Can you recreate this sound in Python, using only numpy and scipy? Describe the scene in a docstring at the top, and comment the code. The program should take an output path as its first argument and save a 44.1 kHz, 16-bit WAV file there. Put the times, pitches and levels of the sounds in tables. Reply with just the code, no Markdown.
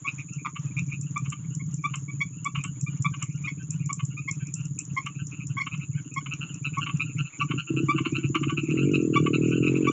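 """Frogs call across a cut rice field: clear peepers, pulsed croakers, a hoarse rasp and a short quack.
Peeps, croaks and rasps are pulse-gated harmonic stacks; quacks are pulse trains ringing a throat.
Around them lie a band of crickets, a faint high rasp and a ticking insect: gated tones and noise.
A small two-stroke engine, puffs coloured by silencer and pipe, idles some way off on every second turn,
stumbles, then takes throttle and fires on every turn."""
import sys
import numpy as np
from scipy import signal
from scipy.fft import rfft, irfft, next_fast_len
from scipy.io import wavfile
from scipy.ndimage import map_coordinates

SR = 44100
rng = np.random.default_rng(int(sys.argv[2]) if len(sys.argv) > 2 else 0)


def file_out(sig):
    """Save sig as 16-bit WAV at sys.argv[1]."""
    # one column per channel
    cols = np.atleast_2d(sig).T
    # limit, then scale
    lim = np.clip(cols, -1, 1)
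    pcm = np.round(lim * 32767).astype(np.int16)
    wavfile.write(sys.argv[1], SR, pcm)


def nominal_scale(level):
    """Amplitude ratio for a level in decibels (scalar or array-like)."""
    x = np.asarray(level, float) / 20
    return 10 ** x


N = 437472


def unit(x):
    """Normalization to unit root-mean-square."""
    return x / np.sqrt(np.mean(x ** 2) + 1e-20)


def along(points, hz):
    """Linear interpolation of (Hz, value) points on a logarithmic frequency axis."""
    f, v = np.transpose(points)
    return np.interp(np.log(hz + 1), np.log(f + 1), v)


def curves(rows):
    """Linear interpolation in time: one value per sample for each column after the time."""
    s, *cols = np.transpose(rows)
    return [np.interp(np.arange(N) / SR, s, c) for c in cols]


def wobble(rate):
    """Band-limited random fluctuation: a smooth curve through rate random knots a second."""
    return unit(map_coordinates(rng.standard_normal(int(N * rate / SR) + 4), [np.arange(N) * rate / SR]))


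def coloured(x, points, lag=0.96):
    """Cepstral filtering that keeps white power; lag 1 is minimum phase, 0 is zero phase."""
    m = 2 * next_fast_len(N // 2 + 8192)
    gain = unit(nominal_scale(along(points, np.fft.rfftfreq(m, 1 / SR))))
    cepstrum = irfft(np.log(gain), m)
    cepstrum[1:m // 2] *= 1 + lag
    cepstrum[m // 2 + 1:] *= 1 - lag
    return irfft(rfft(x, m) * np.exp(rfft(cepstrum)), m)[:N]


def add(track, s, sound):
    """Linear superposition of a sound from a given time."""
    track[round(s * SR):][:len(sound)] += sound


# relative spectrum of the cricket band: pitch_hz [Hz], level_db [dB per Hz]
CRICKET_SPECTRUM = [(4800, -70), (5600, -34), (6200, -27), (6450, -12), (6900, -1.5), (7200, -9),
                    (7450, -20), (7700, -42), (8500, -88)]
# distant animals, levels before further gains: start_s [s], cricket_level_db [dB], far_chorus_level_db [dB]
DISTANT_LEVELS = [(0.0, -43.5, -57), (1.41, -44, -63.5), (6, -45.5, -61), (9.92, -44, -50.5)]


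def crickets():
    """Stridulation: far wings blur into modulated noise; one nearer sounds a tone in rising chirps."""
    t = np.arange(N) / SR
    strikes = 2 * np.pi * np.cumsum(118 + 6 * wobble(6)) / SR  # tooth strikes, about 118 a second
    blur_gain = nominal_scale(2.2 * np.sin(strikes) + .9 * wobble(25))
    blur = unit(blur_gain * coloured(rng.standard_normal(N), CRICKET_SPECTRUM))
    beat = 9.42 * (t - 8.065) % 1  # position within each chirp period
    wing = np.sin(2 * np.pi * np.cumsum(7020 + 260 * beat + 40 * wobble(200)) / SR)
    chirp = np.sin(np.pi * np.minimum(beat / .65, 1)) ** .6
    near = unit(chirp * np.exp(.8 * np.cos(strikes)) * wing)
    near = near * nominal_scale(np.interp(t, [4, 7], [-12, -2.5]))
    return nominal_scale(curves(DISTANT_LEVELS)[0] - 6.5) * (blur + near)


# faint high insect: start_s [s], level_db [dB]
KATYDID_LEVEL = [(0, -89), (1.6, -100), (4.6, -105), (7.19, -77), (7.22, -102), (9.92, -88)]


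def katydid():
    """Stridulation: rasps swell eight times a second, each a train of tooth strikes in a narrow band."""
    t = np.arange(N) / SR
    beat = 8.05 * (t - 6.19) % 1
    rasp = beat * (beat < .93) * np.exp(np.cos(2 * np.pi * 127 * t))  # 127 strikes a second
    band = [(8700, -50.5), (9200, -2.5), (9700, -3), (10200, -53.5)]  # (Hz, relative dB)
    return nominal_scale(curves(KATYDID_LEVEL)[0]) * coloured(unit(rasp * rng.standard_normal(N)), band, lag=0)


# relative spectrum of the open air: pitch_hz [Hz], level_db [dB]
AIR_SPECTRUM = [(25, -9), (750, -18), (1150, -8.5), (1750, -18), (2600, -18), (3300, -18.5), (4600, -32.5),
                (7800, -58), (8600, -93)]


def air():
    """Incoherent summation: the farthest frogs and the open air merge into slowly swelling noise."""
    swell_db = 3.5 * wobble(14)
    level_db = -67.5 + .5 * (curves(DISTANT_LEVELS)[1] + 64) + swell_db
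    return nominal_scale(level_db) * coloured(rng.standard_normal(N), AIR_SPECTRUM)


def hiss():
    """Self-noise: the faint, treble-weighted random hiss of a microphone."""
    return nominal_scale(-87) * coloured(rng.standard_normal(N), [(9000, -30.5), (15000, -0.5)])


# crankshaft: start_s [s], speed [turns per s]
CRANK_SPEED = [(0, 35.03), (3.3, 34.73), (4, 35.39), (5.2, 35.31), (6.4, 36.1), (7.17, 37.97),
               (7.27, 28.69), (7.47, 39.27), (7.53, 23.1), (7.62, 33.24), (7.72, 29.08), (7.84, 34.89),
               (8.1, 33.53), (8.3, 34.69), (8.71, 37.6), (8.83, 46.6), (8.89, 50.1), (9.02, 41.9),
               (9.06, 39.5), (9.17, 40.1), (9.29, 37.4), (9.47, 40.6), (9.71, 44.4), (9.786, 45.2),
               (9.92, 43.4)]
# throttle: start_s [s], opening [0-1]; a closed one skips every second firing and burns unevenly
THROTTLE_OPENING = [(0, .05), (5.9, .05), (7.45, 0.1), (7.505, 0.22), (7.525, 0.56), (7.55, 0.56),
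                    (7.56, 0.03), (7.68, 0), (7.7, 0.55), (7.82, 0.63), (7.86, 0.42), (8.67, 0.4),
                    (8.71, 0.62), (8.88, 0.84), (9.1, 0.78), (9.92, 0.87)]
# the charge burns weakly or fails to light: start_s [s], length_s [s], level_db [dB]
WEAK_CHARGES = [(0, .62, -6), (5.992, 0.66, -4.5), (7.25, .125, -23), (7.63, .05, -21)]


def firings():
    """Intermittent combustion: one pressure impulse a turn, its strength set by throttle and charge."""
    first_firing = .66  # turns before the first firing
    boom_db, boom_fall_db = -28, 3  # wide open; lost for each tenfold closing of the throttle
    bark_db, bark_fall_db = -22, 23.5
    bark_holds_db = 6  # a weak charge thins the boom; the bark gives way only past this loss
    (speed,), (throttle,), clock = curves(CRANK_SPEED), curves(THROTTLE_OPENING), np.arange(N) / SR
    throttle = np.clip(throttle, .01, 1)
    lit_db = sum(db * ((clock >= s) & (clock < s + length)) for s, length, db in WEAK_CHARGES)
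    boom_db = boom_db + boom_fall_db * np.log10(throttle) + lit_db
    bark_loss_db = 1.2 * np.minimum(lit_db + bark_holds_db, 0)
    bark_db = bark_db + bark_fall_db * np.log10(throttle) + bark_loss_db

    turns = np.cumsum(speed) / SR - first_firing + 2
    at = np.flatnonzero(np.diff(np.floor(turns)))
    odd, opening = np.floor(turns[at + 1]) % 2, throttle[at]
    chance = rng.standard_normal((len(at), 3))
    jitter_s = (.00009 + .0006 * (1 - opening) ** 2) * chance[:, 0]  # lean charges light late or early
    at = np.clip(at + (jitter_s * SR).astype(int), 0, N - 1)
    per_puff = np.sqrt(SR / speed[at])  # keeps mean power independent of speed
    scatter_db = 1.1 + 2 * (1 - opening) ** 2
    # past a third of throttle the in-between turn fires too
    catches = np.clip((opening - .36) / .25, .04, 1)
    bark_share = np.where(odd, catches, 1) / np.sqrt((1 + catches ** 2) / 2)
    boom_share = np.where(odd, 0.5 + 0.5 * catches, 1)
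    bark, boom = np.zeros((2, N))
    bark[at] = per_puff * bark_share * nominal_scale(bark_db[at] + 0.53 * scatter_db * chance[:, 1])
    boom[at] = per_puff * boom_share * nominal_scale(boom_db[at] + 0.5 + scatter_db * chance[:, 2])
    return bark, boom, throttle, turns


def churn(puffs, t60):
    """Turbulent jet noise: each puff excites noise that decays by 60 dB in t60 seconds."""
    t = np.arange(SR // 20) / SR
    envelope = signal.fftconvolve(puffs, nominal_scale(-60 * t / t60))[:N]
    return envelope * rng.standard_normal(N) * np.sqrt(14 / t60 / SR)


# the silencer's relative response: pitch_hz [Hz], level_db [dB]
SILENCER_BOOM = [(30, -43), (70, -29), (105, -10.5), (135, 2.5), (160, 1), (200, -18), (250, -51),
                 (500, -130)]


def silencer_boom(puffs, throttle):
    """Cavity resonance: puffs and their turbulence excite the silencer, which booms on."""
    rough = np.clip(.2 + .45 * (1 - throttle), 0, 1)  # turbulent share
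    source = np.sqrt(1 - rough) * puffs + np.sqrt(rough) * churn(puffs, 0.098)
    return coloured(source, SILENCER_BOOM, lag=0.6)


# the pipe mouth's relative response: pitch_hz [Hz], idle_level_db [dB], part_throttle_level_db [dB],
# wide_open_level_db [dB]
PIPE_BARK = [(71, -62, -64, -73), (123, -27, -28.5, -13), (229.4, -2.5, -4.5, 0), (308.1, 5.5, 1, 7.5),
             (321, -21.5, 7.5, 5.5), (380, -14, -10.5, 0), (458, -16, -24, -3), (497, -30, -37.5, -17.5),
             (633, -38.5, -45, -27.5), (720, -42, -60.5, -42.5), (1130, -130, -130, -130)]


def pipe_bark(puffs, throttle):
    """Pipe resonance: the mouth's colour crossfades between three throttle openings."""
    source = puffs + (.03 + .5 * (1 - throttle)) * churn(puffs, .2)
    hz, *colours = np.transpose(PIPE_BARK)
    shares = [np.interp(throttle, [.1, .45, .9], row) for row in np.eye(3)]
    return sum(coloured(source * share, np.c_[hz, colour], lag=0.36)
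               for share, colour in zip(shares, colours))


def engine():
    """Source and resonator: exhaust puffs bark at the pipe mouth and boom in the silencer."""
    bark_puffs, boom_puffs, throttle, turns = firings()
    boom = silencer_boom(boom_puffs, throttle)
    bark = pipe_bark(bark_puffs, throttle)
    # at idle the exhaust dips once every two turns, between the full firings
    hush = np.exp(4.3 * (np.cos(np.pi * (turns + 0.84)) - 1))
    boom_gain = 1 - 0.75 * (1 - throttle) * hush
    bark_gain = 1 - 1.8 * (1 - throttle) ** 2 * hush
    return boom * boom_gain + bark * bark_gain


def call(ms, db, hz, low_db, upper, rise, gate_hz, depth, lasting, rough, fade_s):
    """Harmonic synthesis: partials on a rising pitch, gated by throat pulses that last a while."""
    t = np.arange(int((ms + 8) * SR / 1000)) / SR  # 8 ms more leave room for the fades
    u = t / t[-1]

    def slow():
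        return map_coordinates(rng.standard_normal(40), [t / .003])

    fades = np.minimum(1, np.minimum(t / .013, (t[-1] - t) / fade_s))
    shape = np.sin(np.pi / 2 * fades) ** 2 * nominal_scale(1.6 * slow())
    phase = 2 * np.pi * hz * (t + rise * (u / 2 - .6) * t) + rough * slow()
    # far calls arrive duller
    upper_db = upper + rng.normal(0, 4, len(upper)) + .55 * (db + 30)
    levels = np.r_[low_db, 0, upper_db]
    bloom = -60 * (u - .65) ** 2  # upper partials swell late, as the sac tightens
    stack = sum(nominal_scale(g + max(k - 1, 0) ** .5 * bloom) * np.sin((k + 1) * phase)
                for k, g in enumerate(levels))
    gate_hz = gate_hz * nominal_scale(rng.normal(0, .4))
    pulses = unit(np.exp(1.3 * np.cos(2 * np.pi * gate_hz * (t - .006) + .35 * slow())))
    depth = np.clip(depth, 0, 1) * np.exp(-(t / lasting) ** 4)
    return np.sqrt(2) * nominal_scale(db) * shape * (1 - depth + depth * pulses) * stack


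def spread():
    """Natural variation: a random length factor with a spread of 1 dB."""
    return nominal_scale(rng.normal(0, 1))


PEEP_MS = 25.9  # nominal, before spread and fade room
# near peeps: start_s [s], second_partial_level_db [dB], pitch_hz [Hz], first_over_second_db [dB]
PEEP_CALLS = [(0.047, -38.5, 1131, 3.5), (1.161, -30.5, 1174, 3), (1.597, -45.5, 1094, -11),
              (1.84, -29.5, 1167, 2), (2.083, -41.5, 1140, -10.5), (2.206, -26.5, 1124, -15.5),
              (2.453, -31, 1140, 2), (2.865, -37.5, 1194, -9.5), (3.047, -27.5, 1168, 1),
              (3.44, -35, 1231, -12.5), (3.473, -31, 1105, -13.5), (3.894, -36.5, 1130, 5.5),
              (4.17, -37.5, 1231, -12), (4.278, -29, 1090, -13.5), (4.967, -29, 1074, -1.5),
              (5.57, -30.5, 1112, -1), (5.601, -27.5, 1093, -12), (6.163, -30.5, 1095, 0),
              (6.771, -37.5, 1114, 10), (7.41, -34, 1156, 9.5), (7.886, -27.5, 1167, 4),
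              (8.347, -38, 1173, 12), (9.158, -24, 1154, 2.5), (9.871, -27, 1153, 4)]
# partials 3-5 of a peep: level over the second [dB]
PEEP_UPPER_DB = [-18, -33, -26]


def peeps(out):
    """Transient amplitude modulation: peeps stutter as they start, then run clear."""
    for s, db, hz, low_db in PEEP_CALLS:
        add(out, s - .005, call(PEEP_MS * spread(), db, hz, low_db, PEEP_UPPER_DB, rise=.055, gate_hz=130,
                                depth=.4, lasting=.013, rough=.22, fade_s=.01))


# partials 3-5 of a croak: level over the second [dB]
CROAK_UPPER_DB = [-21, -37, -42]


def croak(ms, db, hz, depth):
    """Sustained amplitude modulation: pulsed throughout; higher voices carry more first partial."""
    return call(ms, db, hz, -16 + 0.068 * (hz - 1300), CROAK_UPPER_DB, rise=0.039, gate_hz=156.6,
                depth=depth, lasting=0.74, rough=0.4, fade_s=0.026)


# near croaks: start_s [s], second_partial_level_db [dB], pitch_hz [Hz]
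CROAK_CALLS = [(0.071, -26, 1258), (0.183, -39.5, 1232), (0.768, -30.5, 1218), (0.917, -37, 1235),
               (2.582, -40.5, 1243), (3.7, -58, 1257), (4.455, -51.5, 1220), (4.58, -50.5, 1387),
               (4.78, -47, 1279), (5.187, -47.5, 1355), (5.315, -44.5, 1294), (5.4, -43, 1270),
               (5.714, -39, 1282), (5.81, -43, 1304), (6.311, -33.5, 1312), (6.41, -35, 1370),
               (6.488, -48.5, 1408), (6.646, -30, 1320), (6.732, -42.5, 1286), (6.812, -33, 1396),
               (6.885, -48, 1340), (6.998, -27, 1300), (7.091, -48.5, 1283), (7.184, -31.5, 1368),
               (7.247, -44.5, 1333), (7.398, -30.5, 1340), (7.578, -31, 1391), (7.671, -39, 1360),
               (7.765, -31.5, 1341), (7.957, -38.5, 1388), (8.045, -36, 1392), (8.147, -29.5, 1340),
               (8.232, -37, 1326), (8.345, -33.5, 1408), (8.476, -41, 1374), (8.569, -30, 1323),
               (8.696, -35, 1290), (8.773, -32.5, 1327), (8.812, -39.5, 1397), (8.857, -49.5, 1285),
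               (8.936, -26.5, 1302), (8.985, -44, 1346), (9.134, -34.5, 1382), (9.17, -40.5, 1406),
               (9.333, -27.5, 1334), (9.428, -41, 1300), (9.474, -47.5, 1366), (9.509, -34, 1323),
               (9.554, -40, 1383), (9.626, -33, 1310), (9.662, -28.5, 1300), (9.749, -35, 1312),
               (9.846, -37, 1340)]


def croaks(out):
    """Dispersion by scattering: fainter, farther croaks arrive drawn out."""
    for s, db, hz in CROAK_CALLS:
        ms = 40 - .5 * (db + 30.5)
        add(out, s - .005, croak(ms, db, hz, depth=0.8))


def far_chorus(out):
    """Random superposition: a scatter of far croaks that thickens with time."""
    far_db = curves(DISTANT_LEVELS)[1]
    for when, length, size, pitch, pulsed in rng.random((260, 5)):
        s = when ** .8 * (N - 1) / SR
        db = far_db[int(s * SR)] + 9 * size
        add(out, s, croak(15 + 40 * length, db, 1120 + 380 * pitch, depth=.7 * pulsed))


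# insect ticks, peak before the body's response: start_s [s], level_db [dB]
TICK_TIMES = [(0.335, -32), (0.595, -40), (0.7924, -31), (1.012, -28.5), (1.1774, -30), (1.3015, -27.5),
              (1.5502, -27.5), (1.7425, -28), (1.957, -27), (2.4463, -26), (2.6391, -25.5), (2.8115, -26.5),
              (3.023, -25.5), (3.2263, -22), (3.7066, -22.5), (3.8601, -30.5), (3.93, -19.5),
              (4.0517, -29.5), (4.3125, -21), (4.4704, -33), (4.5403, -20), (4.6547, -31), (4.79, -19),
              (4.8519, -34), (5.0624, -32.5), (5.269, -29.5), (5.47, -30.5), (6.1404, -31), (6.3374, -31.5),
              (6.5434, -31), (6.7845, -33), (6.9714, -36), (7.1844, -41.5), (8.1189, -42), (8.3524, -34)]
# what the tick's body lets through, relative: pitch_hz [Hz], level_db [dB]
TICK_RESPONSE = [(2500, -39.5), (4600, -28.5), (5300, -2.5), (7500, -7.5), (8300, 9.5), (9500, -29),
                 (11000, -59)]


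def ticks():
    """Frequency modulation: each tick sweeps up to a plateau and down in 4.5 ms; weak ones sit lower."""
    out, u = np.zeros(N + SR), np.linspace(0, 1, int(0.0045 * SR))
    faint = rng.random((90, 2)) * [N / SR, -9] + [0, -46]  # others tick farther off
    for s, db in np.r_[TICK_TIMES, faint + [.01, 0]]:
        hz = 7650 - 45 * max(-26 - db, 0) - 500 * u - 2200 * (2 * u - 1) ** 4
        hz = hz * nominal_scale(rng.normal(0, .12))
        envelope = nominal_scale(db - 2 - u) * np.sin(np.pi * u) ** .5
        add(out, s - .001, envelope * np.sin(2 * np.pi * np.cumsum(hz) / SR))
    return coloured(out[:N], TICK_RESPONSE, lag=0)


# one pulsed peep: start_s [s], second_partial_level_db [dB], pitch_hz [Hz], first_over_second_db [dB]
GROWL_CALL = (0.449, -37, 1200, 7)


def growl(out):
    """Deep amplitude modulation: a peep pulsed from end to end."""
    s, db, hz, low_db = GROWL_CALL
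    add(out, s - .005, call(PEEP_MS, db, hz, low_db, [-6, -20, -20], rise=.1, gate_hz=160,
                            depth=.9, lasting=1, rough=.5, fade_s=.01))


# quacks, mostly a tenth of a second after a peep, relative level: start_s [s], level_db [dB]
QUACK_CALLS = [(0.554, -42), (1.25, -49.5), (1.319, -40), (1.934, -38.5), (2.547, -37), (2.57, -47.5),
               (2.635, -41.5), (3.135, -42.5), (3.216, -40.5), (3.991, -42), (5.058, -37.5), (5.662, -38),
               (5.734, -45.5), (6.257, -38.5), (6.858, -36), (6.885, -42), (7.504, -36.5), (7.977, -34.5),
               (8.048, -35.5), (8.344, -30.5), (8.427, -35.5), (8.489, -39), (9.258, -33)]
# quack throat resonances: pitch_hz [Hz], width_hz [Hz], level_db [dB]
QUACK_THROAT = [(1140, 54, 12.5), (2150, 144, 1.5), (2824, 308, 4), (3125, 110, 0.5), (3450, 310, -22)]


def quacks():
    """Source-filter production: a short burst of uneven fast pulses rings the throat."""
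    pulses = np.zeros(N)
    for s, db in QUACK_CALLS:
        length_s = 19.9 * spread() / 1000
        step = np.cumsum(.0024 * nominal_scale(rng.normal(0, 1.3, 20)))  # pulse times, about 2.4 ms apart
        step = step[step < length_s]
        swell = np.sin(np.pi * step / (length_s + .003))
        uneven = nominal_scale(rng.normal(0, 2, len(step)))
        pulses[((s + step) * SR).astype(int)] = nominal_scale(db + 36) * swell * uneven
    f = np.fft.rfftfreq(N, 1 / SR)
    # neighbouring resonances above the second alternate in sign
    throat = sum((-1) ** max(k - 1, 0) * nominal_scale(db) * 1j * f * width / (c * c - f * f + 1j * f * width)
                 for k, (c, width, db) in enumerate(QUACK_THROAT))
    band = 1 / (1 + (950 / (f + 1)) ** 12) / (1 + (f / 4100) ** 10)
    return irfft(rfft(pulses) * throat * band, N)


# a hoarse frog farther off: start_s [s], second_partial_level_db [dB]
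RASP_CALLS = [(3.121, -64), (3.59, -64), (4.399, -64), (5.184, -62), (5.561, -60.5), (5.964, -61.5)]


def rasps(out):
    """Phase roughness: a hoarse, level-pitched call with a strong first partial."""
    for s, db in RASP_CALLS:
        add(out, s, call(39, db, 1550, 9.9, CROAK_UPPER_DB, rise=0, gate_hz=155,
                         depth=0.3, lasting=1, rough=0.41, fade_s=0.021))


def frogs():
    """Radiation cutoff: all partial-stack calls together; a small throat sends out nothing low."""
    out = np.zeros(N + SR)
    for voice in (peeps, croaks, far_chorus, growl, rasps):
        voice(out)
    f = np.fft.rfftfreq(N, 1 / SR)
    return irfft(rfft(out[:N]) / (1 + (900 / (f + 1)) ** 16), N)


# field echo: pitch_hz [Hz], t60_s [s]
FIELD_DECAY = [(1100, 0.11), (2500, 0.096), (7000, 0.14)]


def field(x, late_s=.004):
    """Diffuse scattering off stubble and banks: the echo drifts into a new one every half second."""
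    step = SR // 2
    out, x = np.zeros(N + 5 * step), np.pad(x, (step, 2 * step))
    for a in range(0, N + step, step):
        hz, t, z = signal.stft(rng.standard_normal(step), SR, nperseg=256)
        decay = nominal_scale(-60 * t / along(FIELD_DECAY, hz)[:, None])
        tail = signal.istft(z * decay, SR, nperseg=256)[1]
        tail = tail / np.linalg.norm(tail)
        piece = x[a:a + 2 * step] * np.hanning(2 * step) ** .75
        add(out, a / SR + late_s, signal.fftconvolve(piece, tail)[:5 * step // 2])
    return out[step:step + N]


def scene():
    """Superposition: direct calls and ticks, their field echo, the engine and the steady backgrounds."""
    background = crickets() + katydid() + air() + hiss()
    motor = engine()
    near, insect = frogs() + quacks(), ticks()
    echo = field(nominal_scale(-7.5) * near + nominal_scale(-7) * insect)
    return (near + insect + echo + motor + background)[None]


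def roll_off(x):
    """The treble ends steeply here."""
    return signal.sosfilt(signal.butter(12, 15500, fs=SR, output="sos"), x)


def record(dry):
    """Direct pickup: the finished mix goes on with no added gain, only the steep end of the treble."""
    return roll_off(dry)


dry = scene()
out = record(dry)
file_out(out)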